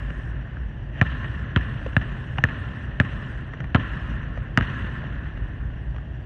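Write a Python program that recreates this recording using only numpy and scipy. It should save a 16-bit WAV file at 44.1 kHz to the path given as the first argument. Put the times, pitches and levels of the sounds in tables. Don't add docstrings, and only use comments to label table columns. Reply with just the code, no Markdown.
import sys
import numpy as np
from scipy import signal
from scipy.fft import rfft, irfft, next_fast_len
from scipy.io import wavfile
from scipy.ndimage import uniform_filter1d

SR = 44100
rng = np.random.default_rng(int(sys.argv[2]) if len(sys.argv) > 2 else 0)


def ratio(d):
    e = np.asarray(d, float) / 20
    return 10 ** e


def pcm_store(signal):
    levels = np.round(np.clip(np.atleast_2d(signal), -1, 1) * 32767)
    wavfile.write(sys.argv[1], SR, levels.astype(np.int16).T)


N = 275625

# (time [s], slap level [dB], air ring [Hz], thump level [dB], hall level [dB])
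BOUNCES = [
    (1.0136, -8, 1796, -4, -34.5),
    (1.5615, -8, 1626, -6, -38.5),
    (1.966, -6, 1708, -5.5, -41),
    (2.4389, -6.5, 1782, -10.5, -37.5),
    (3.0001, -8, 1714, -5, -38.5),
    (3.7469, -10.5, 1676, -3.5, -35),
    (4.5747, -3, 1600, -8, -33),
]
# (looseness of the boards [dB], bright edge level [dB])
SPOTS = [
    (0, -65.5),
    (-1, -63),
    (-11, -52),
    (-5, -40),
    (-1.5, -54.5),
    (5.5, -63),
    (2, -66),
]
# (time [s], hall level [dB])
EARLIER_BOUNCE = (-0.65, -31)
# (time [s], peak level [dB], pitch [Hz], low knock level [dB], pitched level [dB])
TAPS = [(0.104, -32.5, 1730, 7, 4), (0.565, -50, 501, -5, 1), (0.569, -35, 1620, -7, 4),
        (1.217, -40, 1730, -6, -6), (1.244, -34.5, 1850, 11, 10.5), (1.863, -30, 520, -14, 9.5),
        (2.386, -26.5, 807, 9, 8.5), (3.536, -32.5, 1850, -7, 0), (3.604, -27.5, 1780, 3, -14),
        (3.642, -32.5, 1810, 11, -5), (3.935, -35.5, 1710, -6, 9), (4.375, -32.5, 560, -8, 2),
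        (5.374, -36, 2800, 0, -5), (5.945, -41, 630, 8.5, 5), (5.963, -36.5, 1640, 4, -6),
        (5.982, -38, 1200, -1, 0), (5.04, -35.5, 700, 0, -2)]
# (time [s], peak level [dB], pitch [Hz], low knock level [dB], pitched level [dB])
PALM = [
    (2.3845, -23, 2800, -6, 7),
    (2.3845, -24, 950, -20, 6),
    (2.3756, -33, 1800, -20, 4),
]
# (time [s], level [dB])
SCUFF = [
    (.9, -61),
    (.95, -46),
    (1.0, -37),
    (1.02, -83.5),
]
# (time [s], level [dB])
RUMBLE = [(0, -30), (.9, -32), (1.6, -33), (2.2, -37.5), (3.4, -39), (4, -30.5), (4.9, -35.5), (5.4, -29),
          (6.25, -33.5)]

# (frequency [Hz], level [dB], t60 [s])
SHELL = [(1225, -14.5, 0.0081), (2380, -13, 0.0042), (2640, -9.5, 0.014), (2945, -8, 0.011),
         (685, -14.5, 0.016), (1600, -11, 0.0022), (3320, -14.5, 0.0064), (3620, -30, 0.0068)]
# (frequency [Hz], level [dB per Hz])
CRACK = [(250, -31.5), (600, -7.5), (1000, -12.5), (1500, -13.5), (1790, 3), (2250, -14.5), (2900, -9),
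         (4300, -42), (5000, -44.5), (5700, -35), (8200, -56.5), (9300, -76), (14000, -73.5), (16000, -80)]
# (frequency [Hz], level [dB per Hz])
RATTLE = [(150, -35.5), (300, -1), (620, 0), (900, -5.5), (1350, 0), (1800, -7), (2300, -12.5), (2900, -22),
          (4300, -37), (6000, -87.5)]
# (frequency [Hz], level [dB per Hz])
TICK = [(2000, -41), (4000, 9), (5700, 3), (7000, 4), (9200, -36.5), (13800, -23), (14500, -40.5),
        (16000, -51), (17000, -85)]
# (frequency [Hz], level [dB per Hz])
EDGE = [(6000, -58), (8500, -8), (10000, -2), (13600, 4), (14300, -17.5), (16000, -21), (17000, -58)]
# (frequency [Hz], level [dB per Hz])
HALL = [(40, -38.5), (100, -4.5), (250, -8.5), (380, -24), (600, -21.5), (800, -31.5), (1060, -18.5),
        (1200, -23), (1790, -12.5), (2250, -30.5), (2840, -21), (3600, -34), (4300, -42.5), (5000, -90.5)]
# (frequency [Hz], t60 [s])
LINGER = [(100, 6.25), (500, 4.1), (1800, 5.48), (3000, 2.9), (8000, 3.9)]
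# (frequency [Hz], level [dB per Hz])
BLOOM = [(800, -36.5), (1060, -1.5), (1200, -11.5), (1350, 0), (1550, -15), (1780, 0.5), (2100, -23.5),
         (2850, -16.5)]
# (frequency [Hz], level [dB per Hz])
FANS = [(19, -34), (32, 2.5), (59, -4), (129, -1.5), (183, -14.5), (367, -22.5), (479, -30.5), (600, -26.5),
        (1360, -40.5), (1740, -29.5), (2270, -44.5), (2850, -37), (4290, -61.5), (5580, -79), (9440, -120)]
# (frequency [Hz], level [dB per Hz])
HISS = [(4000, -29), (4600, 1), (5000, -13), (5700, 0), (6500, -9.5), (7000, -10), (7600, -27), (8200, -6),
        (8700, -46)]
# (frequency [Hz], level [dB per Hz])
SHEEN = [(4200, -29), (4700, -5), (5100, -0.5), (6000, -1), (7500, -7.5), (8300, -3.5), (9150, -7),
         (9300, -60.5)]

PORT_HZ, PORT_WIDTH_HZ, CONTACT_S, SHELL_DB, GLINT_DB = 1772, 144, 0.0044, -17.5, -39
BOARD_HZ, BOARD_S, PANEL_DB, PANEL_DB_PER_S = 192.4, 0.013, -17.5, 3
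RATTLE_DB, SNAP_DB, SNAP_GROWS, SNAP_S = -15.5, -21, 0.67, 0.0125
WALL_S, WALL_DB, WALL_THUMP_DB, WALL_DB_PER_S = 0.035, -12, -8, 12
CEILING_S, CEILING_DB, CEILING_THUMP_DB, CEILING_RING_DB = 0.046, -20.5, -16.5, -20.5
TAP_S, PALM_S = 0.013, 0.0061
BEAT_HZ, BEAT_TOP_S, BEAT_DB = 3.97, 0.11, 3.5
BLOOM_DB, BLOOM_GROWS, BLOOM_T60_S, BLOOM_RISE_S, STREAK_DB = -7, 0.89, 2.2, 0.068, 4.5
HISS_FLOOR_DB, HISS_OVER_HALL_DB, HISS_T60_S, HISS_RISE_S = -81, -35, 3.2, 0.12
SHEEN_DB, HOLD_S, OPEN_AT_START_S = -77, 0.42, 0.31
SWELL_S, SWELL_DB, REST_DB = 0.31, 1, -0.94


def unit(x):
    return x / np.sqrt(np.mean(x ** 2) + 1e-20)


def along(points, hz):
    f, v = np.transpose(points)
    return np.interp(np.log(hz + 1), np.log(f + 1), v)


def curve(rows):
    return np.interp(np.arange(N) / SR, *np.transpose(rows))


def add(track, s, sound):
    track[round(s * SR):][:len(sound)] += sound


def coloured(spectrum, size):
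    m = next_fast_len(size + 8192)
    gain = ratio(along(spectrum, np.fft.rfftfreq(m, 1 / SR)))
    return unit(irfft(rfft(rng.standard_normal(m)) * gain, m)[:size])


def patches(shape, bands, frames, depth_db):
    field = uniform_filter1d(rng.standard_normal(shape), size=bands, axis=0)
    field = uniform_filter1d(field, size=frames, axis=1)
    return ratio(depth_db * unit(field))


def patchy(spectrum, bands, frames, depth_db):
    z = signal.stft(coloured(spectrum, N), nperseg=1024)[2]
    return unit(signal.istft(z * patches(z.shape, bands, frames, depth_db), nperseg=1024)[1][:N])


def decay(t, t60, attack):
    return ratio(-60 * t / t60) * (1 - np.exp(-(t / attack) ** 2))


def ring(t, hz, t60, attack):
    return np.sin(2 * np.pi * hz * t) * decay(t, t60, attack)


def burst(t, t60, attack, colour):
    m = 2 * len(t)
    cepstrum = irfft(np.log(ratio(along(colour, np.fft.rfftfreq(m, 1 / SR)))), m)
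    cepstrum = cepstrum * np.r_[1, 2 * np.ones(len(t) - 1), np.zeros(len(t))]
    noise = rng.standard_normal(len(t)) * decay(t, t60, attack)
    rung = irfft(rfft(noise, m) * np.exp(rfft(cepstrum)), m)[:len(t)]
    return rung / np.max(np.abs(rung))


def ages():
    s, db = np.transpose([EARLIER_BOUNCE] + [(row[0], row[-1]) for row in BOUNCES])
    return np.maximum(np.arange(N) / SR - s[:, None], 0), db[:, None]


def ventilation():
    drone = coloured([(20, -84), (38, -20.5), (48, -5), (57, 1.5), (66, -5), (80, -54.5), (120, -120)], N)
    power = np.abs(uniform_filter1d(drone ** 2, SR // 10))
    drone = drone / np.sqrt(power + 0.099)
    beat = np.cos(2 * np.pi * BEAT_HZ * (np.arange(N) / SR - BEAT_TOP_S))
    return ratio(-31.5) * coloured(FANS, N) + ratio(curve(RUMBLE) + BEAT_DB * beat) * drone


def hall():
    hz, t, z = signal.stft(coloured(HALL, N), SR, nperseg=256)
    t60 = along(LINGER, hz)[:, None]
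    energy = 1e-12
    for s, db in [EARLIER_BOUNCE] + [(row[0], row[-1]) for row in BOUNCES]:
        age = np.maximum(t - s, 0)
        energy = energy + ratio(2 * (db - 60 * age / t60)) * (1 - np.exp(-(age / 0.02) ** 2))
    clumps = patches(z.shape, 12, 3, depth_db=2)
    return signal.istft(z * np.sqrt(energy) * clumps, SR, nperseg=256)[1][:N]


def bloom():
    age, db = ages()
    loose_db = np.r_[0, np.transpose(SPOTS)[0]][:, None]
    level_db = db + BLOOM_DB + BLOOM_GROWS * loose_db - 60 * age / BLOOM_T60_S
    energy = np.sum(ratio(2 * level_db) * (1 - np.exp(-(age / BLOOM_RISE_S) ** 2)), axis=0)
    return np.sqrt(energy) * patchy(BLOOM + [(3500, -65)], 3, 5, STREAK_DB)


def treble_hiss():
    age, db = ages()
    level_db = db + HISS_OVER_HALL_DB - 60 * age / HISS_T60_S
    ringing = np.sum(ratio(2 * level_db) * (1 - np.exp(-(age / HISS_RISE_S) ** 2)), axis=0)
    held = np.any((age > 0) & (age < HOLD_S), axis=0) | (np.arange(N) < OPEN_AT_START_S * SR)
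    gate = uniform_filter1d(1.0 * held, size=600)
    lower = np.sqrt(ringing + ratio(2 * HISS_FLOOR_DB)) * patchy(HISS, 4, 2, 5.5)
    return lower + ratio(SHEEN_DB) * (gate + 0.35) * patchy(SHEEN, 4, 2, 5.5)


def taps():
    track, t = np.zeros(N + SR), np.arange(SR // 4) / SR
    lives = [TAP_S] * len(TAPS) + [PALM_S] * len(PALM)
    for (s, db, hz, knock_db, pitched_db), life in zip(TAPS + PALM, lives):
        body = ratio(pitched_db) * ring(t, hz, 2.1 * life, 0.00063)
        push = ratio(knock_db + 3.5) * ring(t, 130, 0.084, 0.004)
        scrape = burst(t, 1.4 * life, 0.00079, CRACK) + ratio(1) * burst(t, 1.6 * life, 0.0014, RATTLE)
        tick = ratio(-29.5) * burst(t, 2.4 * life, 0.0007, TICK)
        add(track, s - 0.001, ratio(db) * (scrape + body + push + tick))
    return track[:N]


def scuff():
    return ratio(curve(SCUFF)) * coloured(CRACK, N)


def slap(t, hz, life, shell_db):
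    shell = 0
    for f, db, t60 in SHELL:
        level = ratio(db + rng.normal(0, 0.98))
        shell = shell + level * ring(t, f * (1 + rng.normal(0, 0.039)), t60, 0.00036)
    air = ring(t, hz, 0.04, 0.00035) * (np.exp(-(t / life) ** 3) + 0.093)
    return ratio(shell_db + 10) * shell + ratio(-9) * burst(t, 0.004, 0.00015, CRACK) - ratio(1.5) * air


def thump(t, hz, life, panel_db):
    turns = 55 * t + (hz - 55) * 0.0105 * (1 - np.exp(-t / 0.0105))
    swell = 1 - np.exp(-t / 0.007)
    fade = np.exp(-(t / life) ** 2) + 0.24 * np.exp(-t / 0.018)
    return 1.185 * np.sin(2 * np.pi * turns) * swell * fade - ratio(panel_db) * ring(t, 250, 0.058, 0.0008)


def ball():
    track, t = np.zeros(N + SR), np.arange(SR // 4) / SR
    for (s, db, hz, thump_db, _), (loose_db, edge_db) in zip(BOUNCES, SPOTS):
        life = CONTACT_S / (1 + ((hz - PORT_HZ) / PORT_WIDTH_HZ) ** 2)
        shell_db = SHELL_DB - db
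        far_db = WALL_DB_PER_S * (BOUNCES[-1][0] - s)
        boards = ratio(thump_db) * thump(t, BOARD_HZ, BOARD_S, PANEL_DB + PANEL_DB_PER_S * s)
        skin = ratio(db) * slap(t, hz, life, shell_db) + ratio(GLINT_DB + 0.5) * burst(t, 0.018, 0.00016, TICK)
        rattle = ratio(RATTLE_DB + loose_db) * burst(t, 0.054, 0.0021, RATTLE)
        edge = ratio(edge_db) * burst(t, 0.004, 0.00016, EDGE)
        snap = ratio(SNAP_DB + SNAP_GROWS * loose_db) * slap(t, 0.77 * hz, 0.0028, shell_db)
        wall = ratio(WALL_DB - far_db) * skin + ratio(WALL_THUMP_DB - far_db) * boards
        ceiling = ratio(db + CEILING_DB) * burst(t, 0.084, 0.0022, CRACK) + ratio(CEILING_THUMP_DB) * boards
        ceiling = ceiling + ratio(db + CEILING_RING_DB) * ring(t, PORT_HZ, 0.064, 0.0018)
        add(track, s, skin + rattle + edge)
        add(track, s + 0.0009, boards)
        add(track, s + SNAP_S, snap)
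        add(track, s + WALL_S, wall)
        add(track, s + CEILING_S, ceiling)
    return track[:N]


def background_swell():
    u = ages()[0] / SWELL_S
    return ratio(REST_DB + SWELL_DB * np.sum(u * np.exp(1 - u), axis=0))


def scene():
    background = background_swell() * (ventilation() + hall() + bloom()) + treble_hiss()
    m = next_fast_len(N + SR)
    hz = np.fft.rfftfreq(m, 1 / SR)
    band = (hz < 9250) / (1 + (40 / (hz + 1)) ** 9)
    background = irfft(rfft(background, m) * band, m)[:N]
    return (background + taps() + scuff() + ball())[None]


def band_limit(x):
    return signal.sosfilt(signal.butter(12, 15800, fs=SR, output="sos"), x)


def record(dry):
    squashed = dry / (1 + np.abs(dry / 0.77) ** 6) ** (1 / 6)
    return band_limit(squashed)


dry = scene()
out = record(dry)
pcm_store(out)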